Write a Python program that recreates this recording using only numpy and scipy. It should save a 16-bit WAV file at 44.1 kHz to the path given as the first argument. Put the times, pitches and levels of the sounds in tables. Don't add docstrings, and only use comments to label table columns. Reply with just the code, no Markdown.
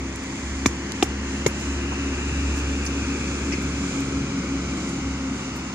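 import sys
import numpy as np
from scipy import signal
from scipy.fft import rfft, irfft
from scipy.io import wavfile

SR = 44100
rng = np.random.default_rng(int(sys.argv[2]) if len(sys.argv) > 2 else 0)


def master(y):
    cut = np.clip(np.atleast_2d(y).T, -1, 1)
    pcm = np.round(cut * 32767)
    wavfile.write(sys.argv[1], SR, pcm.astype(np.int16))


N = 253134
TIME_S = np.arange(N) / SR
BINS_HZ = np.maximum(np.arange(N // 2 + 1) * SR / N, 1)

# (time [s], level before trim [dB])
EXHAUST_BOOM = [(0.0, -32.5), (0.06, -33.5), (0.38, -46), (0.45, -33), (0.7, -32), (0.94, -42.5),
                (1.13, -31.5), (1.6, -35.5), (1.69, -29), (1.98, -31.5), (2.48, -26), (3.13, -32.5),
                (3.77, -31.5), (3.97, -42), (4.17, -31.5), (4.35, -42), (4.54, -33.5), (5.0, -41),
                (5.07, -28.5), (5.4, -44), (5.61, -39), (5.74, -46)]
# (multiple of firing rate, peak time [s], peak [dB], approach [s], retreat [s])
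ENGINE_OVERTONES = [(1.5, 2, -46.5, 1.6, 1.8), (2, 4.7, -39.5, 2.1, 0.56), (3, 2.5, -38, 1.48, 2.2),
                    (3.5, 4.8, -40, 2.2, 1.3), (4, 2.9, -38, 1.3, 2.8), (5, 1.36, -42.5, 5.7, 2.7),
                    (5.5, 5.7, -50.5, 2.7, 1.2), (6, 3.1, -53, 2.5, 0.75)]
# (frequency [Hz], relative density [dB])
RUMBLE_SPECTRUM = [(20, -51), (45, -4.5), (80, -2), (120, 3), (170, 0.5), (250, 4), (320, 3), (400, -4),
                   (500, -9), (620, -22), (900, -91)]
ROAR_SPECTRUM = [(350, 1.5), (540, -2.5), (630, -1.5), (760, -3.5), (900, -1), (1200, 2), (1700, -1),
                 (2300, -1.5), (2750, -2), (3200, -10.5), (4500, -63)]
HISS_SPECTRUM = [(2200, 0), (3200, 2.5), (4000, 1.5), (5000, 3), (6000, 5), (6800, 3), (7600, -3.5),
                 (8600, -9.5), (10000, -18.5), (12000, -33.5), (15000, -72)]
TREAD_SPECTRUM = [(1300, -44), (1900, -5), (2300, 1), (2800, 4.5), (3200, -12), (4000, -56)]
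CAR_SPECTRUM = [(350, -45), (550, -4.5), (780, 3), (1100, -1), (1600, 2), (2400, -61)]
CLOTH_SPECTRUM = [(2000, -14), (3200, 3), (4500, -2), (6000, 3), (6800, 5.5), (7600, 1), (8600, -8),
                  (10000, -13.5), (12000, -29), (15000, -50)]
# (frequency [Hz], share [0-1])
TYRE_REFLECTION = [(700, .01), (1200, .2), (1600, .3), (2800, .28), (6000, .03)]
# (time [s], level [dB], rise [s], decay [s], grit centre [Hz], band edge [ratio], crackle [dB])
SHOE_SCUFFS = [(0.159, -30, .0004, .002, 7000, 1.4, -45), (0.235, -48, .0006, .005, 9000, 1.3, -54),
               (0.9195, -19.5, .0004, .002, 1700, 4, -44), (0.955, -34, .0004, .002, 5800, 1.3, -60),
               (1.598, -36, .003, .012, 6000, 1.25, -54), (1.919, -27.5, .0015, .012, 950, 1.25, -85),
               (2.558, -25.5, .03, .022, 6100, 1.27, -45), (2.846, -28, .02, .016, 7200, 1.4, -45),
               (2.863, -24.5, .001, .008, 5900, 1.2, -58), (3.517, -24, .007, .022, 2250, 1.2, -72),
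               (3.521, -28.5, .003, .016, 5250, 1.14, -75), (3.618, -39, .002, .015, 6800, 1.25, -56),
               (4.005, -33, .0004, .003, 6800, 1.25, -45), (4.888, -40, .002, .015, 7000, 1.3, -64),
               (5.555, -38, .012, .016, 7200, 1.35, -45)]
# (peak time [s], level [dB], half-width [s])
CLOTH_SWISHES = [(0.45, -43.5, 0.25), (1.0, -47, .06), (1.35, -43.5, 0.081), (1.65, -41.5, 0.11),
                 (2.45, -43, 0.4), (3.35, -43, 0.42), (3.93, -41, 0.16), (4.85, -44, 0.14),
                 (5.4, -46, 0.079)]
# (time [s], paving echo [s], echo share [0-1], thud [Hz], thud [dB], thud swell [cycles],
#  pop [Hz], pop [dB], pop swell [cycles], knock [Hz], knock [dB], smack [Hz], smack [dB],
#  foam swell [cycles], crack [dB], bite [dB], rub [dB])
STICK_BLOWS = [(0.6591, .0017, .42, 104, -18.5, 0.68, 269, -4, 0.8, 1015, -10, 2250, -9, 0.74, -12.5, -14, -46),
               (1.0254, .0025, 0.74, 305, -7, 0.54, 748, -12, 0.92, 1090, -14, 2660, -12.5, 0.64, -14, -16, -44.5),
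               (1.463, 0.002204, 0.55, 155, -13.5, 0.51, 360, -4.5, 0.27, 940, -24.5, 2123, -16.5, 1.8, -15, -17.5, -42)]
# (multiple of fundamental, relative level [dB], roughness [0-1])
HUM_HARMONICS = [(1, 0.5, 0.65), (2, -12, 1), (3, -14.5, 0.91)]
# (frequency [Hz], coherence [0-1])
PORT_COHERENCE = [(100, 1), (280, .997), (380, .97), (470, .84), (650, .56), (900, .8), (1550, .77),
                  (1850, .37), (2200, .78), (2800, .87), (4200, .1), (6000, .42), (8500, .12)]
# (frequency [Hz], left lead [rad])
PORT_LEAD = [(100, 0), (330, 0), (600, -.8), (860, -.3), (1640, -1.0), (2070, -.5), (2600, -2.3),
             (3270, -3.4), (4400, -5.5), (5860, -10.2), (6720, -11.1), (8400, -17)]
# (frequency [Hz], left minus right [dB])
PORT_COLOUR = [(160, 0), (290, 1.4), (450, 6), (620, -1.5), (780, -5), (1650, 1.8), (1950, 0), (2350, 6.3),
               (3400, 0), (4500, 0), (5600, 2.5), (6700, -11.5), (8500, -9), (11000, -16)]

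# (peak time [s], peak [dB], approach [s], retreat [s])
RUMBLE_PASS, DRONE_PASS = (4, -32, 2.5, 1.3), (5, -32, 2.5, 0.6)
ROAR_PASS, HISS_PASS, TREAD_PASS = (2.5, -35.5, 3, 3), (3.5, -39, 3, 3), (2, -41, 0.5, 1.85)
HUM_PASS, CAR_PASS = (4.5, -38, 0.57, .5), (5.5, -43.5, 0.64, 2.5)


def from_db(db):
    return 10 ** (np.asarray(db) / 20)


def unit_rms(x):
    return x / np.sqrt(np.mean(x ** 2) + 1e-20)


def over_bins(table):
    hz, value = np.transpose(table)
    return np.interp(np.log(BINS_HZ), np.log(hz), value)


def band(x, low_hz, high_hz, order=2):
    edges_hz = [max(low_hz, 10), min(high_hz, .45 * SR)]
    return signal.sosfilt(signal.butter(order, edges_hz, "band", fs=SR, output="sos"), x + 1e-18)


def delayed(x, delay_s):
    return np.array([np.interp(TIME_S - delay_s, TIME_S, side, left=0) for side in x])


def drift(rate_hz):
    hop = 40
    pole = np.exp(-2 * np.pi * hop * rate_hz / SR)
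    noise = rng.standard_normal(N // hop + 2002)
    slow = signal.lfilter([1], [1, -2 * pole, pole * pole], noise)[2000:]
    return np.interp(np.arange(N) / hop, np.arange(len(slow)), unit_rms(slow))


def swell(stage):
    stage = np.minimum(stage, 40)
    return stage * np.exp(1 - stage)


def ring(age_s, hz, swell_cycles):
    return np.sin(2 * np.pi * hz * age_s) * swell(age_s * hz / swell_cycles)


def rasp(envelope, hz, edge_ratio):
    noise = band(rng.standard_normal((2, N)), hz / edge_ratio, hz * edge_ratio)
    return unit_rms(envelope * noise) * np.sqrt(np.mean(envelope ** 2))


def tone(hz, rough, flutter_hz):
    phase = 2 * np.pi * (np.cumsum(hz) / SR + rng.random())
    flutter = drift(flutter_hz) * np.sin(phase) + drift(flutter_hz) * np.cos(phase)
    return np.sqrt(2 * (1 - rough ** 2)) * np.sin(phase) + rough * flutter


def port_noise(spectrum):
    left, other = rfft(rng.standard_normal((2, N)))
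    coherence = over_bins(PORT_COHERENCE)
    right = coherence * left * np.exp(-1j * over_bins(PORT_LEAD)) + np.sqrt(1 - coherence ** 2) * other
    return unit_rms(irfft(np.array([left, right]) * from_db(over_bins(spectrum)), N))


def pass_gain(peak_s, peak_db, approach_s, retreat_s):
    away = (TIME_S - peak_s) / np.where(TIME_S < peak_s, approach_s, retreat_s)
    return from_db(peak_db) / np.sqrt(1 + away ** 2)


def firing_rate_hz(top_hz=70.06, top_s=2.85, sag_hz_per_s2=.35):
    return top_hz - sag_hz_per_s2 * (TIME_S - top_s) ** 2


def lorry_engine(firing_hz, boom_trim_db=1, drone_ratio=3.92, octave_db=-20):
    boom_db = np.interp(TIME_S, *np.transpose(EXHAUST_BOOM)) + boom_trim_db
    out = from_db(boom_db) * tone(firing_hz, rough=0.16, flutter_hz=15)
    for multiple, *pass_by in ENGINE_OVERTONES:
        out += pass_gain(*pass_by) * tone(multiple * firing_hz, rough=0.3, flutter_hz=2.6)
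    drone_hz = drone_ratio * firing_hz
    drone = tone(drone_hz, rough=.5, flutter_hz=7)
    drone += from_db(octave_db) * tone(2 * drone_hz, rough=.5, flutter_hz=3)
    return out + pass_gain(*DRONE_PASS) * drone


def lorry_rumble(firing_hz, depth=0.24):
    throb = 1 + depth * np.sin(2 * np.pi * np.cumsum(firing_hz) / SR)
    return pass_gain(*RUMBLE_PASS) * throb * port_noise(RUMBLE_SPECTRUM)


def tyres(waver_db=.3, waver_hz=7, echo_s=0.000713, echo_growth_s_per_s=.000092):
    direct = np.zeros((2, N))
    for pass_by, spectrum in (ROAR_PASS, ROAR_SPECTRUM), (HISS_PASS, HISS_SPECTRUM):
        waver = from_db(waver_db * drift(waver_hz))
        direct += pass_gain(*pass_by) * waver * port_noise(spectrum)
    direct += pass_gain(*TREAD_PASS) * port_noise(TREAD_SPECTRUM)
    direct += pass_gain(*CAR_PASS) * port_noise(CAR_SPECTRUM)
    reflected = irfft(rfft(direct) * over_bins(TYRE_REFLECTION), N)
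    return direct - delayed(reflected, echo_s + echo_growth_s_per_s * TIME_S)


def shoes(grain_db=2.0, crackle_hz=(9000, 15000)):
    out = np.zeros((2, N))
    grit = unit_rms(rng.standard_normal((2, N)) * from_db(grain_db * drift(400)))
    crackle = unit_rms(band(grit, *crackle_hz))
    for start_s, level_db, rise_s, decay_s, hz, edge_ratio, crackle_db in SHOE_SCUFFS:
        age_s = np.clip(TIME_S - start_s, 0, 30 * decay_s)
        stroke = (1 - np.exp(-age_s / rise_s)) * np.exp(-age_s / decay_s)
        scrape = unit_rms(band(grit, hz / edge_ratio, hz * edge_ratio, order=3))
        out += stroke * (from_db(level_db) * scrape + from_db(crackle_db) * crackle)
    return out


def clothes():
    power = sum(from_db(level_db) ** 2 * np.exp(-((TIME_S - peak_s) / half_width_s) ** 2)
                for peak_s, level_db, half_width_s in CLOTH_SWISHES)
    return np.sqrt(power) * port_noise(CLOTH_SPECTRUM)


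def stick_blows(contact_s=0.00049, crack_hz=2620):
    out = np.zeros((2, N))
    for (start_s, echo_s, echo_share, thud_hz, thud_db, thud_cycles, pop_hz, pop_db, pop_cycles,
         knock_hz, knock_db, smack_hz, smack_db, foam_cycles, crack_db, bite_db, rub_db) in STICK_BLOWS:
        age_s = np.maximum(TIME_S - start_s, 0)
        thud = from_db(thud_db) * ring(age_s, thud_hz, thud_cycles)
        pop = from_db(pop_db) * ring(age_s, pop_hz, pop_cycles)
        knock = from_db(knock_db) * ring(age_s, knock_hz, foam_cycles)
        smack = from_db(smack_db) * ring(age_s, smack_hz, 1.31 * foam_cycles)
        crack = from_db(crack_db) * rasp(swell(age_s / contact_s), crack_hz, edge_ratio=1.47)
        direct = crack - band(thud + pop + knock + smack, .8 * thud_hz, 7500)
        out += direct + echo_share * delayed(direct, echo_s)
        out += from_db(bite_db) * tip_bite(age_s) + from_db(rub_db) * stick_rub(age_s)
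    return out


def tip_bite(age_s, lag_s=0.00226, whip_s=0.0007, cling_db=-18, cling_s=0.0066):
    tip_age_s = np.maximum(age_s - lag_s, 0)
    wrap = swell(tip_age_s / whip_s) + from_db(cling_db) * swell(tip_age_s / cling_s)
    return rasp(wrap, hz=6100, edge_ratio=1.167)


def stick_rub(age_s, rise_s=.009, grain_db=2.5):
    return rasp(swell(age_s / rise_s) * from_db(grain_db * drift(300)), hz=8400, edge_ratio=1.35)


def court_scatter(x, level_db, t60_s, gap_s=.004):
    age_s = TIME_S[:SR // 3]
    impulse = rng.standard_normal((2, len(age_s))) * from_db(-60 * age_s / t60_s) * (age_s > gap_s)
    impulse /= np.sqrt(np.sum(impulse ** 2, axis=1, keepdims=True))
    return from_db(level_db) * band(signal.fftconvolve(x, impulse, axes=1)[:, :N], 450, 12000)


def vehicle_hum(start_hz=187.6, sag_hz_per_s=1.15):
    hum_hz = start_hz - sag_hz_per_s * TIME_S
    hum = sum(from_db(level_db) * tone(multiple * hum_hz, rough, flutter_hz=4.5 * multiple)
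              for multiple, level_db, rough in HUM_HARMONICS)
    return pass_gain(*HUM_PASS) * hum


def scene():
    blows = stick_blows()
    early = court_scatter(blows, level_db=-8.5, t60_s=0.017)
    tail = court_scatter(blows, level_db=-18.5, t60_s=0.53)
    sparring = blows + early + tail + shoes()
    firing_hz = firing_rate_hz()
    road = lorry_rumble(firing_hz) + tyres() + lorry_engine(firing_hz) + vehicle_hum()
    return sparring + road + clothes()


def record(dry, low_cut_hz=36, ceiling=.92, high_cut_hz=15000):
    coloured = irfft(rfft(dry) * from_db(over_bins(PORT_COLOUR) * [[.5], [-.5]]), N)
    coloured = signal.sosfilt(signal.butter(2, low_cut_hz, "high", fs=SR, output="sos"), coloured)
    clipped = coloured / (1 + (coloured / ceiling) ** 6) ** (1 / 6)
    return signal.sosfilt(signal.ellip(10, .1, 80, high_cut_hz, fs=SR, output="sos"), clipped)


dry = scene()
out = record(dry)
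master(out)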